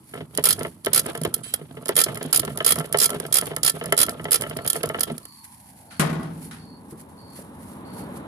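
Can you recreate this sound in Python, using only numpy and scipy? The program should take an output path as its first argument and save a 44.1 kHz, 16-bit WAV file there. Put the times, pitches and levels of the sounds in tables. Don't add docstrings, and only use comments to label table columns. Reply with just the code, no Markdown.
import sys
import numpy as np
from scipy import signal
from scipy.fft import rfft, irfft
from scipy.io import wavfile
from scipy.ndimage import uniform_filter1d

SR = 44100
rng = np.random.default_rng(int(sys.argv[2]) if len(sys.argv) > 2 else 0)


def wav_out(sig):
    wavfile.write(sys.argv[1], SR, np.round(np.clip(np.atleast_2d(sig).T, -1, 1) * 32767).astype(np.int16))


N = 364701
TIME = np.arange(N) / SR


def from_db(db):
    return 10 ** (np.asarray(db) / 20)


def rms_one(x):
    return x / np.sqrt(np.mean(x ** 2) + 1e-20)


def curve(rows):
    return np.interp(TIME, *np.transpose(rows))


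def level_curve(rows):
    s, db = np.transpose(rows)
    return from_db(np.interp(TIME, s, db, left=-120, right=-120))


def delayed(x, seconds):
    return np.pad(x, [(0, 0)] * (x.ndim - 1) + [(int(seconds * SR), 0)])[..., :N]


def colour(x, points):
    size = 8192
    hz, db = np.transpose(points)
    grid = np.arange(size // 2 + 1) * SR / size + 1
    cepstrum = irfft(np.log(from_db(np.interp(np.log(grid), np.log(hz), db))))
    cepstrum[1:size // 2] *= 2
    cepstrum[size // 2 + 1:] = 0
    response = irfft(np.exp(rfft(cepstrum)))
    return signal.oaconvolve(x, response[None], axes=1)[:, :x.shape[1]]


def shaped(x, points):
    hz, db = np.transpose(points)
    power = np.mean(from_db(np.interp(np.log(np.arange(1, SR // 2)), np.log(hz), db)) ** 2)
    return colour(x, points) / np.sqrt(power)


def pair(alike, size=N):
    alike = np.clip(alike, -1, 1)
    mid, side = rng.standard_normal((2, size))
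    return np.sqrt((1 + alike) / 2) * mid + np.sqrt((1 - alike) / 2) * side * [[1], [-1]]


def flutter(rate, depth_db):
    knots = np.arange(0, N / SR + 1, 1 / rate)
    return rms_one(from_db(depth_db * np.interp(TIME, knots, rng.standard_normal(len(knots)))))


def strikes(times, db):
    out = np.zeros(N)
    out[np.round(np.asarray(times) * SR).astype(int)] = from_db(db)
    return out


def dying(hits, t60):
    return signal.lfilter([1], [1, -from_db(-60 / (t60 * SR))], hits + 1e-18)


def ring(x, hz, t60):
    r, w = from_db(-60 / (t60 * SR)), 2 * np.pi * hz / SR
    return signal.lfilter([0, np.sin(w)], [1, -2 * r * np.cos(w), r * r], x + 1e-18)


def radiate(hits, hz, t60, spread):
    tone = ring(hits * rng.choice([-1, 1]), hz, t60)
    return np.array([delayed(tone, abs(spread * rng.normal()) / (2 * np.pi * hz)), tone])


def contacts(times, db, hz, t60, detune, spread):
    t = TIME[:int(t60 * SR)]
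    swell = 1 - np.exp(-t * np.mean(hz) / 0.55)
    fading = from_db(-60 * t / t60) * swell * rng.choice([-1, 1])
    pitches = np.broadcast_to(hz, len(times))
    chance = rng.standard_normal((len(times), 2))
    out = np.zeros((2, N + SR))
    for s, gain, pitch, (shift, phase) in zip(times, from_db(db), pitches, chance):
        angle = 2 * np.pi * pitch * (1 + detune * shift) * t
        both = np.sin([np.maximum(angle - abs(spread * phase), 0), angle])
        start = round(s * SR)
        out[:, start:start + len(t)] += gain * fading * both
    return out[:, :N]


def workshop(x, t60, dull_hz):
    t = TIME[:SR]
    mid, side = rng.standard_normal((2, SR)) * from_db(-60 * t / t60) * (t > .008)
    side = signal.sosfilt(signal.butter(1, 600, "high", fs=SR, output="sos"), side)
    tail = (mid + side * [[1], [-1]]) / np.sqrt(2 * np.sum(mid ** 2))
    tail = signal.lfilter(*signal.butter(1, min(dull_hz, SR / 3), fs=SR), tail)
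    return signal.oaconvolve(x, tail, axes=1)[:, :N]


SWING_GAP_S = .1


def teeth():
    s = np.transpose(PAWL_SNAPS)[0]
    return np.split(s, np.flatnonzero(np.diff(s) > SWING_GAP_S) + 1)


# [t/s, level/dB]
HAND_EFFORT = [(0, -18), (.11, -22), (.16, 0), (.3, -18), (.4, -3), (.66, -0.5), (.79, -19), (.9, -0.5),
               (1.27, -1), (1.42, -12.5), (1.82, -8.5), (2.03, -0.5), (3.1, 0), (3.65, -4), (4.12, -3.5),
               (4.5, 1), (5.04, -3), (5.18, -11), (5.3, -24)]
# [f/Hz, level/dB, t60/s]
BRACKET_MODES = [(154.5, -11.5, 0.17), (255, -10, 0.073), (341, -16, 0.08), (417.5, -2.5, 0.059),
                 (505, -6, 0.055), (604, -2.5, 0.044), (686.5, -5, 0.061), (876, -15.5, 0.1),
                 (1010, -15.5, 0.062), (1112, -13, 0.039), (1250, -16, 0.079), (1345, -7, 0.047),
                 (1550, -12, 0.025), (1742, -10.5, 0.048), (1820, -15.5, 0.074), (1970, -10.5, 0.045),
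                 (2156, -4.5, 0.023), (2996, -4.5, 0.021)]
# [f/Hz, density/dB]
RUB_SPECTRUM = [(150, -21.5), (250, -17), (321, -6), (425, -2.5), (538, -6.5), (682, -9.5), (795, -12),
                (1330, -19.5), (1620, -13), (1760, -18.5), (2570, -19.5), (3210, -16.5), (7000, -40),
                (9100, -58), (15400, -120)]
# [f/Hz, density/dB]
RUMBLE_SPECTRUM = [(15, -47), (25, -17), (129, 4.5), (221, 0.5), (330, -4.5), (430, -24.5), (730, -120)]
# [f/Hz, density/dB]
RUSTLE_SPECTRUM = [(400, -44.5), (1290, -18), (2100, -12), (2700, -17.5), (3900, -18.5), (4410, -12),
                   (4940, -16.5), (6410, -17.5), (10400, -6.5), (13900, -15.5), (14500, -22),
                   (15200, -81.5)]
RUB_DB, RUMBLE_DB, GRIP_DB = -41.5, -40, -51.5
RUMBLE_FOLLOWS = 0.62
RETURN_DB = 3.5
BITE_DELAY_S, BITE_RISE_S, BITE_FALL_S, BITE_DB = 0.032, 0.024, 0.034, 5


def thread():
    effort = level_curve(HAND_EFFORT)
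    bite, swinging = 0, 0
    for snaps in teeth():
        since = np.maximum(TIME - snaps[-1] - BITE_DELAY_S, 0)
        bite = bite + np.minimum(since / BITE_RISE_S, np.exp((BITE_RISE_S - since) / BITE_FALL_S))
        swinging = swinging + (TIME > snaps[0]) * (TIME < snaps[-1])
    rub = from_db(RUB_DB + RETURN_DB * swinging) * effort * (1 + from_db(BITE_DB) * bite)
    rumble = from_db(RUMBLE_DB) * effort ** RUMBLE_FOLLOWS
    rustle = from_db(GRIP_DB) * effort * (1 + 1.9 * bite)
    slips = (rng.random(N) < 90 / SR) * rng.standard_normal(N)
    jerks = rms_one(sum(from_db(level) * radiate(slips, hz, t60, 0.4)
                        for hz, level, t60 in BRACKET_MODES if hz < 1400))
    friction = shaped(pair(0.24) * flutter(90, 8.2), RUB_SPECTRUM)
    return (rub * from_db(-2.5) * (jerks + friction)
            + rumble * shaped(pair(1.0) * flutter(35, 4.2), RUMBLE_SPECTRUM)
            + rustle * shaped(pair(0.092) * flutter(150, 6.3), RUSTLE_SPECTRUM))


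# [t/s, relative level/dB]
RUSH_SWELL = [(0, -60), (5.42, -61), (5.85, -54.5), (6.8, -51.5), (7.3, -49.5), (7.7, -45.5), (8.0, -41),
              (8.27, -41.5)]
# [t/s, f/Hz, strength of the ground reflection 0-1]
HOLLOW_TONE = [(5.2, 1094, .85), (5.55, 920, 1), (5.85, 777, 0.4), (6.4, 849, 0.55), (6.9, 937, 0.02),
               (7.4, 969, 0.06), (8.27, 894, 0)]
# [f/Hz, density/dB]
LOW_SPECTRUM = [(15, -96), (25, -51), (32, -27), (54, -17), (77, -6), (150, -6.5), (188, -3.5), (264, -3),
                (385, -15), (450, -12), (580, -35.5), (990, -120)]
# [f/Hz, density/dB]
MIDDLE_SPECTRUM = [(210, -24), (350, 6), (388, -7), (554, 5.5), (729, -1.5), (807, 3.5), (1230, -3),
                   (2610, -19), (4000, -20.5), (5200, -55.5), (8800, -120)]
MID_RUSH_DB, MID_RUSH_FOLLOWS = -41.5, 1.14


def far_rush():
    rush_db = curve(RUSH_SWELL)
    low = from_db(rush_db + 4.0)
    middle = from_db(MID_RUSH_DB + MID_RUSH_FOLLOWS * (rush_db - rush_db.max()))
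    whoosh = low * shaped(pair(0.96), LOW_SPECTRUM) + middle * shaped(pair(0.47), MIDDLE_SPECTRUM)
    tone_hz, ground = (curve(np.array(HOLLOW_TONE)[:, [0, k]]) for k in (1, 2))
    reflected = np.array([np.interp(TIME - 1 / tone_hz, TIME, side) for side in whoosh])
    rush = (whoosh + ground * reflected) / np.hypot(1, ground)
    narrow = signal.sosfilt(signal.butter(4, 125, fs=SR, output="sos"), pair(0.46))
    hollow = rms_one(narrow * np.cos(2 * np.pi * np.cumsum(tone_hz) / SR))
    return rush + from_db(-57.5) * hollow * (TIME > HOLLOW_TONE[0][0])


def crinkle():
    creases = (rng.random(N) < 260 / SR) * from_db(3.24 * np.minimum(rng.exponential(1, N), 4))
    return rms_one(pair(0.22) * (3.0 + dying(creases, 0.025)))


# [middle t/s, half length/s, relative level/dB]
GLOVE_SLIDES = [(0.11, 0.037, -53.5), (0.347, .015, -53), (0.672, 0.028, -51), (2.5, 0.01, -69),
                (3.478, 0.021, -46), (4.567, 0.039, -69), (4.76, 0.017, -41), (5.448, 0.0078, -41.5),
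                (5.55, 0.32, -54), (6.437, 0.029, -45.5), (6.913, 0.0096, -52), (7.003, 0.014, -49.5),
                (7.388, 0.031, -44), (7.662, 0.052, -52), (7.989, 0.03, -44), (8.169, 0.0088, -44)]
# [t/s, relative level/dB]
LIGHT_TOUCHES = [(5.436, -58), (5.908, -28), (6.2287, -34.5), (6.511, -26), (7.3562, -39), (7.9618, -44),
                 (8.1577, -41)]
HISS_DB = -62


def glove():
    rustle = from_db(HISS_DB)
    for s, half, db in GLOVE_SLIDES:
        rustle = rustle + from_db(db) / np.hypot(1, ((TIME - s) / half) ** 2)
    creasing = from_db(-2.0) * rustle * shaped(crinkle() * flutter(30, 1.7), RUSTLE_SPECTRUM)
    s, db = np.transpose(LIGHT_TOUCHES)
    touches = shaped(pair(0.13) * dying(strikes(s, db), 0.4) * flutter(300, 1.4),
                     [(200, -45), (1400, 12.0), (2700, 2.5), (4000, 1.5), (7000, -6.5),
                      (10500, 1.0), (15000, -25)])
    return creasing + from_db(-14.0) * touches


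# [t/s, relative level/dB, hardness/dB, strongest ring f/Hz]
BOLT_KNOCKS = [(0.137, -25, 3.5, 420), (0.152, -24.5, 3, 440), (0.175, -21.5, -5, 420),
               (0.206, -21, -3, 410), (0.383, -7, -3.5, 426), (0.586, -21.5, -1, 390),
               (0.609, -11, -6.5, 410), (0.649, -15, 2.5, 420), (0.867, -8.5, 1, 395),
               (1.059, -16.5, -1.5, 400), (1.15, -17, 2.5, 460), (1.176, -21.5, -8, 440),
               (1.213, -17, -19, 605), (1.25, -8.5, -2, 400), (1.364, -26, -8, 432),
               (1.613, -26.5, -8, 410), (1.709, -29.5, -17, 272), (1.77, -24.0, -1, 430),
               (1.86, -22.0, -5, 470), (1.891, -9.0, 1, 409), (2.063, -12.5, -8.5, 406),
               (2.084, -19.5, 4, 675), (2.171, -23.5, 6, 403), (2.21, -16, -6.5, 418),
               (2.249, -16, -14, 270), (2.431, -15.5, -4, 400), (2.478, -21.5, 3.5, 412),
               (2.503, -27, 1, 710), (2.578, -20, -3, 378), (2.604, -14, 6.5, 424), (2.76, -17.5, 0, 635),
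               (2.778, -17, -15, 467), (2.803, -17.5, 4, 425), (2.843, -26, 5, 410), (2.944, -5.5, 3, 420),
               (3.091, -23.5, 8.5, 340), (3.131, -21.5, 4, 422), (3.143, -15.5, -5, 410),
               (3.159, -18.0, -9, 407), (3.201, -19.0, -7, 380), (3.23, -21.5, -13, 567),
               (3.251, -20.5, -1, 670), (3.422, -16, -1, 230), (3.468, -21, -2, 280), (3.514, -17, -6, 420),
               (3.532, -30, 1, 430), (3.567, -21, 6.5, 500), (3.739, -27.5, -21, 410),
               (3.812, -12, -4.5, 456), (3.841, -22.5, 2, 676), (3.862, -19, -5, 614),
               (3.885, -20.5, -9, 390), (3.923, -5.5, 6, 406), (4.084, -17.5, 7.5, 435),
               (4.196, -24, 5.5, 680), (4.253, -14, -1, 356), (4.284, -21, 1, 404), (4.402, -20, -12, 493),
               (4.419, -22.5, 8, 620), (4.437, -19.5, 5, 355), (4.464, -24, 6, 393),
               (4.51, -21.0, 1.5, 442), (4.535, -29, -9, 460), (4.565, -15, -9, 666), (4.588, -20, 2, 428),
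               (4.649, -25.5, 6, 300), (4.755, -15, 0.5, 453), (4.768, -19.5, -6, 424),
               (4.836, -9.5, -1.5, 450), (4.898, -13, -0.5, 675), (4.945, -15.5, 6, 424),
               (4.987, -24.5, -2, 620), (5.1, -14, -6.5, 240)]
LIGHT_KNOCK_DB, BASS_LAG = -19.5, 0.27
HARDNESS_PIVOT_HZ, HARDNESS_TOP_HZ = 422, 1400
FAVOUR_DB, FAVOUR_WIDTH = 4.5, 0.11
GRIP_DETUNE = 0.01
REBOUND_DULL_DB = 5


def bracket():
    s, db, hard, ring_hz = np.transpose(BOLT_KNOCKS)
    bass = -BASS_LAG * (db - LIGHT_KNOCK_DB)
    rebounds = s[:, None] + np.cumsum(rng.uniform(0.002976, .012, (len(s), 3)), axis=1)
    times = np.column_stack([s, rebounds])
    weaker = np.append(0, -11 - 4 * np.arange(3))
    ringing = 0
    for hz, level, t60 in BRACKET_MODES:
        tilt = min(np.log(hz / HARDNESS_PIVOT_HZ) / np.log(HARDNESS_TOP_HZ / HARDNESS_PIVOT_HZ), 1)
        favour = np.exp(-(np.log(hz / ring_hz) / FAVOUR_WIDTH) ** 2)
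        first = db + level + bass * (hz < 300) + hard * tilt + FAVOUR_DB * favour
        strength = first[:, None] + weaker - REBOUND_DULL_DB * max(tilt, 0) * (weaker < 0)
        strength = strength + 2.46 * rng.standard_normal(times.shape)
        pitch = np.repeat(hz + favour * (ring_hz - hz), times.shape[1])
        ringing = ringing + contacts(times.ravel(), strength.ravel(), pitch, t60, GRIP_DETUNE, spread=0.28)
    rattle = shaped(pair(0.58) * dying(strikes(s, db), 0.083) * flutter(250, 3.8), RUB_SPECTRUM)
    return from_db(-9.0) * ringing + from_db(-16.5) * rattle


# [f/Hz, density/dB]
STEEL_SPECTRUM = [(150, -21.5), (420, 5.5), (900, -5), (1350, -5), (1900, -1.5), (2550, -9), (3200, 4),
                  (3700, -1.5), (5000, 2.5), (6100, -4), (7100, -1.5), (8300, -1.5), (10100, 8.5),
                  (12000, 3.5), (13200, 2), (14300, 0), (16000, -4)]
# [f/Hz, level/dB, t60/s]
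HEAD_MODES = [(1342, -8.5, 0.085), (1780, -13.5, 0.098), (3210, -10.5, 0.038), (4170, -10.5, 0.048),
              (4920, -8.5, 0.021), (5030, -5.5, 0.04), (5800, -19, 0.05), (6910, -7.5, .029),
              (7470, -2.5, 0.023), (10170, -0.5, 0.015), (10090, 11, 0.0074), (12200, -15, .04),
              (12316, -7, .04), (12900, -10.5, .045)]
SNAP_RISE_S = 0.00095


def steel(rows, t60, chatter_db, ring_db, bounce_s, bounce_db):
    s, db = np.transpose(rows)
    chance = rng.standard_normal((len(s), 2))
    bounces = strikes(s + bounce_s * from_db(2 * chance[:, 0]), db + bounce_db + chance[:, 1])
    hits = strikes(s, db) + bounces
    t = TIME[:SR // 10]
    fading = from_db(-60 * t / t60) * (1 - np.exp(-t / SNAP_RISE_S))
    seat = rng.choice(4, N)
    head = pair(0.032, size=len(t))
    body = 0
    for k in np.unique(seat):
        answer = (0.88 * head + 0.91 * pair(0.037, size=len(t))) * fading
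        body = body + signal.oaconvolve((hits * (seat == k))[None], answer, axes=1)[:, :N]
    chatter = from_db(chatter_db) * pair(0.28) * dying(hits, t60) * flutter(1500, 4.0)
    tones = sum(contacts(s, db + level + rng.normal(0, 3, len(s)), hz, decay, .003, 1.2)
                for hz, level, decay in HEAD_MODES)
    return shaped(body + chatter, STEEL_SPECTRUM) + from_db(ring_db) * tones


PLAY_TICKS_PER_S, PLAY_TICK_DB = 6.1, -40.5


def play():
    work = np.cumsum(level_curve(HAND_EFFORT)) / SR
    chance = rng.random((100, 2))
    due = (np.arange(len(chance)) + chance[:, 0]) / PLAY_TICKS_PER_S
    rows = np.column_stack([np.interp(due, work, TIME), PLAY_TICK_DB + 8 * (chance[:, 1] - .5)])
    return rows[due < work[-1]]


# [t/s, relative level/dB, clack below CLACK_HZ/dB, ring from there to RING_HZ/dB]
PAWL_SNAPS = [(0.4388, -10, -4.5, -3), (0.4542, -7.5, -9, -3), (0.469, -15.5, 3.5, -5),
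              (0.4873, -10.5, -3.5, -4), (0.506, -11, 1.5, 0.5), (0.5268, -16, -2.5, 3.5),
              (0.9319, -13, -1, 0.5), (0.945, -11.5, -4, 0), (0.9595, -12.5, 1, 0),
              (0.976, -10.5, -2.5, -1), (0.9933, -13, -1, 3), (1.3403, -13, -8.5, -4),
              (1.5379, -13, -0.5, -6), (1.9645, -9.5, -0.5, -5), (1.977, -14, 5.5, -9), (1.9875, -11, 1, 1),
              (2.0011, -13, 1, -2), (2.014, -12.5, 3, 2), (2.0376, -14, -6, 5.5), (2.3275, -9.5, -3.5, -2),
              (2.3446, -14, -2, 1), (2.3593, -11.5, -6, 2.5), (2.3725, -12.5, -11, -6),
              (2.3943, -13.5, -2, 0), (2.6457, -15, -3, 0.5), (2.663, -9.5, -0.5, 0.5),
              (2.677, -13.5, -1.5, -3), (2.6897, -13, -3, -5), (2.7055, -10.5, 0, -10), (2.72, -10.5, 2, 1),
              (2.9851, -14.5, -2, 4), (3.0004, -15, -4, 7.5), (3.0145, -14.5, 2, 4.5),
              (3.0248, -13, -2, -1), (3.033, -13.5, -7, 4), (3.0411, -12.5, -4.5, 2), (3.057, -13, -2.5, 4),
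              (3.325, -15, -4.5, 3), (3.3407, -12, -10, 1), (3.3546, -13, -1.5, 3.5),
              (3.3677, -11.5, -2, -1), (3.3838, -13.5, 1, 2), (3.6312, -16, -0.5, 8),
              (3.6467, -13.5, -2, 1), (3.6625, -13.5, -1, 4), (3.6772, -13.5, 4, 3), (3.6959, -16.5, 1, 5),
              (3.9761, -13, -1, 3), (3.9878, -13, 0, 1.5), (4.0011, -12.5, 2.5, -1), (4.0142, -9, -2, 1),
              (4.0304, -12, 2, 3), (4.3172, -10, -2.5, -5.5), (4.3283, -12, -8, 1.5),
              (4.3423, -12, 0.5, -1), (4.3567, -18, 5.5, 6), (4.6756, -13.5, -7, -3),
              (4.6997, -10.5, -4, -3.5), (5.0065, -14, -2.5, 0.5), (5.0319, -15, 1, -2.5)]
CLACK_HZ, RING_HZ = 4000, 8500


def seated(pawl):
    s, db, clack_db, ring_db = np.transpose(PAWL_SNAPS)
    latest = np.maximum(np.searchsorted(s, TIME) - 1, 0)
    clack, ringing = uniform_filter1d(from_db([clack_db, ring_db])[:, latest], size=40, axis=1)
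    below, within = (signal.sosfiltfilt(signal.butter(3, hz, fs=SR, output="sos"), pawl)
                     for hz in (CLACK_HZ, RING_HZ))
    return clack * below + ringing * (within - below) + pawl - within


# [t/s, relative level/dB]
LOOSE_TICKS = [(.35, -27.5), (.375, -13.5), (.427, -35), (.5, -15), (.521, -25), (.592, -28.5), (.632, -28),
               (.847, -20.5), (.86, -17.5), (1.063, -22.5), (1.152, -28), (1.175, -27), (1.215, -27.5),
               (1.235, -22), (1.249, -20), (1.857, -22), (1.87, -32), (1.882, -20), (1.89, -15.5),
               (1.955, -19), (2.145, -29), (2.156, -30), (2.174, -27.5), (2.228, -23.5), (2.24, -35),
               (2.26, -33), (2.45, -22.5), (2.574, -19.5), (2.587, -31), (2.757, -21), (2.786, -21),
               (2.797, -23), (2.926, -18), (2.934, -24), (2.972, -18.5), (3.094, -24), (3.103, -17),
               (3.2, -22.5), (3.265, -31), (3.412, -19), (3.457, -25.5), (3.468, -28), (3.564, -17),
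               (3.839, -29), (3.858, -25), (3.924, -11), (3.967, -24), (4.064, -20.5), (4.094, -19),
               (4.243, -28), (4.309, -15.5), (4.41, -20.5), (4.42, -24), (4.496, -26), (4.569, -23),
               (4.647, -31), (4.663, -24), (4.731, -16.5), (4.763, -21.5), (4.832, -17), (4.858, -24),
               (4.89, -26), (4.994, -21), (5.18, -26.5), (5.253, -31.5), (6.231, -40)]
# [f/Hz, density/dB]
CLIMB_SPECTRUM = [(200, -26), (500, 6), (900, 2.5), (1400, 2), (2400, 7.5), (3200, 4), (4500, 7.5),
                  (6200, -3), (8000, 4), (10000, 6.5), (14300, 2.5)]


def ratchet():
    s, db = np.transpose(PAWL_SNAPS)[:2]
    snaps = steel(np.column_stack([s, db]), t60=0.025, chatter_db=-8.5, ring_db=-8.0,
                  bounce_s=.0015, bounce_db=0.0)
    pawl = from_db(-0.5) * seated(snaps)
    loose = np.vstack([LOOSE_TICKS, play()])
    ticks = from_db(-1.0) * steel(loose, t60=0.013, chatter_db=-1.0, ring_db=-15,
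                                  bounce_s=0.0016, bounce_db=-12.0)
    swinging = np.append(np.diff(s) < .021, False)
    climbing = dying(strikes(s[swinging] + .007, db[swinging]), 0.06)
    rasp = shaped(pair(0.088) * climbing * flutter(450, 2.7), CLIMB_SPECTRUM)
    direct = pawl + ticks + from_db(-11) * rasp
    return direct + from_db(-23.5) * delayed(direct, .0205)


# [t/s, relative level/dB, f/Hz, t60/s]
HAND_BUMPS = [(1.274, -20.5, 115, 0.053), (5.117, -24, 239, 0.12), (6.924, -27.5, 322, 0.03),
              (7.39, -31, 546, 0.021)]


def thuds():
    notes = sum(radiate(strikes([s], [db]), hz, t60, .1) for s, db, hz, t60 in HAND_BUMPS)
    s, db, hz, t60 = np.transpose(HAND_BUMPS)
    rub = shaped(pair(0.96) * dying(strikes(s, db), 0.14),
                 [(100, -13), (200, 6.0), (450, 0.5), (700, -18), (1500, -22), (4000, -60)])
    return notes + from_db(-8) * rub


# [t/s, relative level/dB]
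SLIDE_LEVEL = [(1.427, -38), (1.436, -0.5), (1.46, -3.5), (1.5, -5), (1.54, -11), (1.6, -34)]
# [f/Hz, relative level/dB]
SLIDE_MODES = [(2762, -64), (3138, -55), (3828, -58), (4134, -57), (4700, -66), (5529, -71), (6078, -70),
               (6347, -70), (6869, -73), (7418, -67), (7768, -49), (9049, -66), (9663, -52), (9841, -52)]
# [f/Hz, density/dB]
SLIDE_SPECTRUM = [(300, -32), (1500, -1), (3800, -2), (6000, -8), (8700, -13), (10000, -4), (15000, -8)]


def scrape():
    lines = sum(from_db(db) * rms_one(ring(pair(0.19), hz, 0.32)) for hz, db in SLIDE_MODES)
    hiss = shaped(pair(0.19) * flutter(370, 2.9), SLIDE_SPECTRUM)
    return level_curve(SLIDE_LEVEL) * (from_db(6.0) * lines + from_db(-42) * hiss)


# [t/s, relative level/dB]
INSECT_CHIRPS = [(4.569, -55), (5.23, -54), (5.889, -57), (6.585, -56), (7.178, -55.5), (7.851, -56.5)]
CHIRP_HZ, CHIRP_WANDER_HZ, WING_STROKE_S = 4460, 35, 0.013
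CHIRP_LAG_S = .00007


def insect():
    s = np.concatenate([start + np.arange(15) * WING_STROKE_S for start, db in INSECT_CHIRPS])
    db = np.repeat([db for start, db in INSECT_CHIRPS], len(s) // len(INSECT_CHIRPS))
    strokes = strikes(s + rng.normal(0, 0.00052, len(s)), db + rng.normal(0, 1.5, len(s)))
    strokes = strokes * rng.choice([-1, 1], N)
    trill = signal.oaconvolve(strokes, np.hanning(int(0.0052 * SR)))[:N]
    pitch = np.interp(TIME, s, CHIRP_HZ + CHIRP_WANDER_HZ * rng.standard_normal(len(s)))
    cycles = np.cumsum(pitch) / SR
    return from_db(-0.5) * trill * np.sin(2 * np.pi * np.array([cycles - CHIRP_HZ * CHIRP_LAG_S, cycles]))


CHATTER_PER_S, CHATTER_T60_S, CHATTER_DB = 59, 0.61, -7


def settling():
    chance = rng.standard_normal((30, 2))
    since = np.cumsum(from_db(4.5 * chance[:, 0])) / CHATTER_PER_S
    tap_db = CHATTER_DB - 60 * since / CHATTER_T60_S + 2.4 * chance[:, 1]
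    taps = strikes(PANEL_BLOWS[0][0] + since, tap_db)
    sheet = shaped(pair(0.09, size=SR // 10) * from_db(-60 * TIME[:SR // 10] / 0.074),
                   [(200, -30), (600, -1), (1150, -4), (2000, 2), (3000, -8), (6000, -17.0), (14000, -45)])
    return from_db(-18) * signal.oaconvolve(taps[None], sheet, axes=1)[:, :N]


# [t/s, relative level/dB, hardness/dB]
PANEL_BLOWS = [(5.996, 0.5, 4.5), (6.061, -12.5, -8), (6.098, -9, -12), (6.128, -9.5, -12),
               (6.196, -9.5, -19)]
# [f/Hz, level/dB, t60/s]
PANEL_MODES = [(147.6, -0.5, 0.51), (158.6, -2.5, 1.16), (173.9, -6, 1.2), (207, 9.5, .073), (286, -17, .1),
               (344, -11, 0.71), (395, -12.5, .35), (492, -21, .6), (660, -14, 0.54), (1070, -11.5, 0.37),
               (1118, -7, 0.13), (1175, -15, .3), (1220, -14, .28), (1436, -11, .22), (1510, -17, 0.38),
               (1572, -24, .36), (1900, -20, .32), (1990, -15, .28), (2686, -26, 0.26), (3252, -28, .34)]
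# [f/Hz, density/dB]
CRASH_SPECTRUM = [(59, -18), (100, -28), (155, 7.5), (213, -27), (407, -6), (524, -26), (1110, -8),
                  (1320, -8), (1460, -10.5), (6090, -23), (10100, -17), (13500, -25), (15000, -70)]


def landing():
    s, db, hard = np.transpose(PANEL_BLOWS)
    boom = sum(radiate(strikes(s, db + level), hz, t60, .1) for hz, level, t60 in PANEL_MODES)
    hits = strikes(s, db + hard)
    crash = shaped(pair(0.074) * from_db(-19.0) * dying(hits, 0.14) * flutter(400, 1.9), CRASH_SPECTRUM)
    wash = shaped(pair(0.048) * dying(hits, 0.75) * flutter(160, 2.8),
                  [(80, -28), (170, -5), (300, 3.0), (600, 0.0), (1250, -1.5), (2100, -12.5),
                   (3000, -17), (6000, -27.0), (14000, -50)])
    drone = shaped(pair(0.9) * dying(hits, 2.7), LOW_SPECTRUM)
    leftward = (crash + settling() + from_db(-29.5) * wash) * from_db([[2.5], [-2.5]])
    return from_db(-22.0) * boom + from_db(-39.0) * drone + leftward


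# [f/Hz, difference/dB]
WRENCH_BALANCE = [(100, -5), (250, -0.5), (500, -1.5), (1000, -4.5), (2000, 5), (3200, -3), (4800, -3.5),
                  (8000, -6), (13000, -3.5)]


def scene():
    wrench = thread() + bracket() + ratchet() + scrape()
    left = colour(delayed(wrench[:1], 0.00015), [(hz, db / 2) for hz, db in WRENCH_BALANCE])
    right = colour(wrench[1:], [(hz, -db / 2) for hz, db in WRENCH_BALANCE])
    near = np.vstack([left, right]) + thuds() + landing()
    rush_left, rush_right = far_rush() + glove()
    leftward = np.array([rush_left, delayed(rush_right, .0002)])
    chirps = insect()
    chirp_tail = workshop(chirps, t60=0.13, dull_hz=8000)
    far = leftward + from_db(7.0) * chirps + from_db(9.0) * chirp_tail
    return near + from_db(-12.0) * workshop(near, t60=0.091, dull_hz=2010) + far


CUTOFF_HZ = 14250


def record(dry):
    port = signal.lfilter(*signal.iirpeak(10130, 10, fs=SR), dry[1])
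    ported = np.array([dry[0], dry[1] + from_db(0.5) * port])
    heard = signal.sosfilt(signal.butter(2, 62, "high", fs=SR, output="sos"), ported)
    return signal.sosfilt(signal.cheby1(10, .3, CUTOFF_HZ, fs=SR, output="sos"), np.tanh(heard))


dry = scene()
out = record(dry)
wav_out(out)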